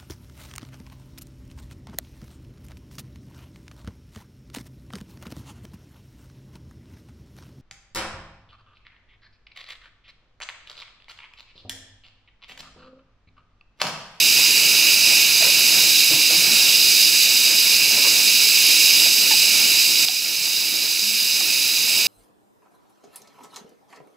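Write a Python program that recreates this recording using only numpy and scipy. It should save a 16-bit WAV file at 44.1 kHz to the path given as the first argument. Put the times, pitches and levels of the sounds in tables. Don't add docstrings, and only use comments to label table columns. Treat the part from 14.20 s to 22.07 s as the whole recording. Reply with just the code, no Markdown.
import sys
import numpy as np
from scipy import signal
from scipy.fft import rfft, irfft, next_fast_len
from scipy.io import wavfile

SR = 44100
rng = np.random.default_rng(int(sys.argv[2]) if len(sys.argv) > 2 else 0)


def put_to_file(sound):
    columns = np.atleast_2d(sound).T
    safe = np.clip(columns, -1, 1)
    whole_steps = np.round(safe * 32767)
    wavfile.write(sys.argv[1], SR, whole_steps.astype(np.int16))


def field_ratio(decibels):
    return 10 ** (np.asarray(decibels, dtype=float) / 20)


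N = 347067
FLOW_MEAN_DB = -15.5


def rms_one(x):
    return x / np.sqrt(np.mean(x ** 2) + 1e-20)


def at_hz(points, hz):
    point_hz, level_db = np.array(points).T
    return np.interp(np.log(np.maximum(hz, 1)), np.log(point_hz), level_db)


def drift(rate_hz):
    step, run_in = 40, 2000
    pole = np.exp(-2 * step * np.pi * rate_hz / SR)
    noise = rng.standard_normal(N // step + run_in + 2)
    slow = signal.lfilter([1], [1, -2 * pole, pole * pole], noise)[run_in:]
    return np.interp(np.arange(N) / step, np.arange(len(slow)), rms_one(slow))


def resonance(x, hz, width_hz):
    r = np.exp(-np.pi * width_hz / SR)
    feedback = [1, -2 * r * np.cos(2 * np.pi * hz / SR), r * r]
    stage = [(1 - r * r) / 2, 0, (r * r - 1) / 2] + feedback
    return signal.sosfilt([stage, stage], x)


def colour(x, points, share=1):
    size = next_fast_len(N)
    gain = field_ratio(share * at_hz(points, np.fft.rfftfreq(size, 1 / SR)))
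    return irfft(rfft(x, size) * gain, size)[..., :N]


def swell(length_s, rise):
    t = np.arange(int(length_s * SR)) / SR
    return t, np.sin(np.pi * (t / length_s) ** rise)


def pump_room(apart_db):
    # hz [Hz], level_db [dB per Hz]
    rumble_spectrum = [(15, -60), (25, -26), (81, -27), (123, -14.5), (189, -16.5), (233, -11), (282, -14),
                       (315, -14.5), (367, -14), (963, -17.5), (1080, -20.5), (1380, -17), (2050, -17.5),
                       (2300, -5), (2990, -21.5), (5060, -120)]
    # hz [Hz], width_hz [Hz], level_db [dB below the hiss]
    motor_lines = [(315.4, 10.5, -32), (298, 9.7, -41), (346, 5.9, -43), (631, 10, -39), (992, 10, -38.5),
                   (1377, 23, -36), (1410, 24, -34.5), (170, 20, -39.5), (418.6, 28, -38),
                   (1788.5, 7, -36.5), (1987, 16, -35), (1653, 90, -31)]
    rumble_db, stir_db = -17, -55
    opposite = [[1], [-1]]

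    mid, side = colour(rng.standard_normal((2, N)), rumble_spectrum)
    diffuse = rms_one(mid + field_ratio(apart_db) * side * opposite)
    out = field_ratio(rumble_db + 1.7 * drift(4.5)) * diffuse
    out += field_ratio(stir_db) * rms_one(resonance(rng.standard_normal(N), 45, 60)) * opposite

    noise = rng.standard_normal(N)
    turned_s = np.arange(N) / SR + np.cumsum(0.001195 * drift(1.194)) / SR
    for hz, width_hz, level_db in motor_lines:
        breathy = rms_one(resonance(noise, hz, width_hz))
        steady = (width_hz < 20) * 2.5 * np.sin(2 * np.pi * hz * turned_s)
        out = out + field_ratio(level_db) * rms_one(steady + breathy)
    return out


def tray(grain_db, broad_db):
    # start_s [s], length_s [s], centre_hz [Hz], width_hz [Hz], level_db [dB below the hiss]
    knocks = [(1.203, 0.08, 680, 180, -17), (1.238, .075, 550, 120, -16.5), (1.897, .11, 139, 47, -20),
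              (1.904, .17, 307, 37, -18), (2.09, .075, 500, 100, -19), (2.1, .06, 600, 80, -20),
              (2.115, .05, 710, 80, -21), (5.11, .022, 1750, 150, -22), (2.12, .2, 170, 25, -25),
              (2.2, .3, 1400, 60, -31), (2.1, .12, 310, 40, -24), (5.39, .06, 820, 300, -28),
              (5.426, 0.05, 230, 75, -22), (5.88, 0.028, 747, 80, -15), (6.523, .035, 280, 140, -20),
              (7.192, 0.054, 300, 100, -24), (7.24, .06, 1390, 80, -30)]
    # start_s [s], length_s [s], centre_hz [Hz], level_db [dB below the hiss]
    rustles = [(.17, 0.095, 900, -24), (.602, 0.072, 950, -23), (.9, 0.069, 600, -24),
               (1.19, .14, 1650, -18), (1.612, .04, 650, -26), (1.9, .1, 480, -18.5),
               (3.772, 0.054, 520, -19.5), (3.82, 0.098, 794, -20), (3.827, 0.093, 446, -19.5),
               (4.85, .05, 500, -23), (6.24, .09, 700, -24), (6.4, .05, 800, -23), (7.197, .04, 700, -23)]
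    relative_width = 0.82
    run_in = 2000

    slides = [(start_s, length_s, hz, relative_width * hz, level_db)
              for start_s, length_s, hz, level_db in rustles]
    out = np.zeros(N)
    noise = rng.standard_normal(N) * field_ratio(grain_db * drift(90))
    broad = rms_one(resonance(noise[::-1], 740, 1250))
    for start_s, length_s, hz, width_hz, level_db in knocks + slides:
        t, envelope = swell(length_s, rise=0.59)
        at = int(start_s * SR)
        end = at + len(t)
        body = rms_one(resonance(noise[at - run_in:end], hz, width_hz)[run_in:])
        out[at:end] += field_ratio(level_db) * envelope * (body + field_ratio(broad_db) * broad[at:end])
    return out


def squeaks():
    # start_s [s], length_s [s], start_hz [Hz], end_hz [Hz], level_db [dB below the hiss]
    rubs = [
        (5.109, .025, 910, 850, -9.5),
        (5.133, .018, 860, 815, -13),
        (6.815, .19, 213, 209, -20.5),
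        (7.0, .07, 205, 192, -28),
        (4.98, .09, 215, 215, -29),
    ]
    # hz [Hz], level_db [dB]
    overtone = [(200, -23), (850, -14), (910, -3)]
    out = np.zeros(N)
    rough = field_ratio(1.5 * drift(70))
    for start_s, length_s, start_hz, end_hz, level_db in rubs:
        t, envelope = swell(length_s, rise=0.55)
        glide = (end_hz - start_hz) * t * t / (2 * length_s)
        phase = 2 * np.pi * (start_hz * t + glide)
        tone = np.sin(phase) + field_ratio(at_hz(overtone, start_hz)) * np.sin(2 * phase)
        at = int(start_s * SR)
        out[at:at + len(t)] += field_ratio(level_db) * envelope * tone
    return out * rough


def tap():
    # start_s [s], hz [Hz], t60_s [s], peak [full scale]
    start_s, hz, t60_s, peak = (5.88547, 4200, .0017, 2.9)
    t = np.maximum(np.arange(N) / SR - start_s, 0)
    rise = 1 - np.exp(-t / .00025)
    return peak * rise * field_ratio(-60 * t / t60_s) * np.sin(2 * np.pi * hz * t)


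def suction(low_db, top_db, flutter_db, own_db):
    # hz [Hz], width_hz [Hz], level_db [dB]
    modes = [(2314, 280, -12.5), (2497, 300, -4.5), (2773, 320, -3.5), (3170, 390, -16.5),
             (3782, 286, -4.5), (4072, 345, -6), (4802, 360, -1), (5073, 450, -3.5), (5444, 590, -10),
             (6270, 970, -9.5), (6700, 400, -15), (7687, 730, -10.5), (8950, 1330, -16.5),
             (10400, 900, -15), (11300, 950, -13), (11940, 690, -12), (13460, 700, -15.5),
             (14150, 500, -16.5), (15000, 600, -15.5), (15400, 500, -16)]
    # lag_s [s], level_db [dB]
    echoes = [(.0031, -19.5), (.0077, -22.5), (0.0125, -21), (0.019, -28)]
    jet = rng.standard_normal((3, N))
    flutter = 0.51 * drift(9.6) + 0.52 * drift(54)
    groups = np.zeros((3, N))
    for k, (hz, width_hz, level_db) in enumerate(modes):
        mode = resonance(jet[k % 3], hz, width_hz)
        waver_db = flutter_db * flutter + own_db * drift(3.3)
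        groups[int(k > 2) + int(k > 11)] += field_ratio(level_db + waver_db) * mode
    for lag_s, level_db in echoes:
        lag = int(lag_s * SR)
        groups[:, lag:] += field_ratio(level_db) * groups[:, :-lag]
    low, middle, top = [rms_one(group) for group in groups]
    return field_ratio(low_db) * low + middle + field_ratio(top_db) * top


def flowing_hiss():
    # [dB, lowest modes relative to the hiss]
    flow = [(0.0, -15.5, -5.5), (0.65, -15.5, -4.5), (0.98, -15.5, -4), (1.12, -15.5, -6), (1.7, -14.5, -7),
            (2.0, -15.8, -6), (2.7, -14, -8), (3.0, -14.5, -6.5), (3.45, -15, -8), (3.63, -15.5, -4.5),
            (3.99, -15, -7.5), (4.55, -14, -5.5), (4.95, -15, -7.5), (5.45, -15, -5.5), (5.7, -15.5, -7.5),
            (6.1, -15.5, -7), (6.6, -15.5, -7.5), (7.2, -16, -7.5), (7.87, -16.5, -6.5)]
    top_mean_db, top_follows = -7, 0.69
    time_s, *columns = np.transpose(flow)
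    flow_db, low_db = [np.interp(np.arange(N) / SR, time_s, column) for column in columns]
    top_db = top_mean_db - (1 - top_follows) * (flow_db - FLOW_MEAN_DB)
    return field_ratio(flow_db) * suction(low_db, top_db, flutter_db=.7, own_db=.7)


def gain_control():
    # start_s [s], depth_db [dB]
    ducks = [
        (0.0, 1.5),
        (1.03, 0.64),
        (1.86, 1),
        (3.06, 1.27),
        (4.86, 1),
        (5.63, 0.8),
        (5.852, 7),
    ]
    fall_s, hold_s, recover_s = 0.0044, .1, 2.1
    t = np.arange(N) / SR
    gain_db = np.zeros(N)
    for start_s, depth_db in ducks:
        fall = np.clip((t - start_s) / fall_s, 0, 1)
        recovery = np.exp(-np.maximum(t - start_s - hold_s, 0) / recover_s)
        gain_db -= depth_db * fall * recovery
    return gain_db


def balance(both):
    # [dB, left minus right]
    imbalance = [(60, -3), (210, 0.5), (320, 4), (450, 2), (800, 2), (1420, -0.5), (1560, -6), (1950, -5.5),
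                 (2300, -4.6), (4500, -4), (4800, -3), (7400, -3.5), (8500, -5.5), (11300, -1)]
    return np.array([colour(both[0], imbalance, share=0.52), colour(both[1], imbalance, share=-0.53)])


def scene():
    pump_db, pump_fade_db_per_s = -15.5, 0.2942
    t = np.arange(N) / SR
    pump = field_ratio(pump_db - pump_fade_db_per_s * t) * pump_room(apart_db=-26)
    tools = field_ratio(FLOW_MEAN_DB) * (tray(grain_db=3.5, broad_db=-14) + squeaks())
    both = field_ratio(gain_control()) * (pump + tools + flowing_hiss()) + tap()
    return balance(both)


def top_cut(x):
    return signal.sosfilt(signal.butter(12, 16520, fs=SR, output="sos"), x)


def record(dry):
    cutoff_hz = 15730
    size = next_fast_len(N)
    rounded = 1.538 * np.tanh(dry / 1.465)
    kept = np.fft.rfftfreq(size, 1 / SR) < cutoff_hz
    mix = irfft(rfft(rounded, size) * kept, size)[:, :N]
    return top_cut(mix)


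dry = scene()
out = record(dry)
put_to_file(out)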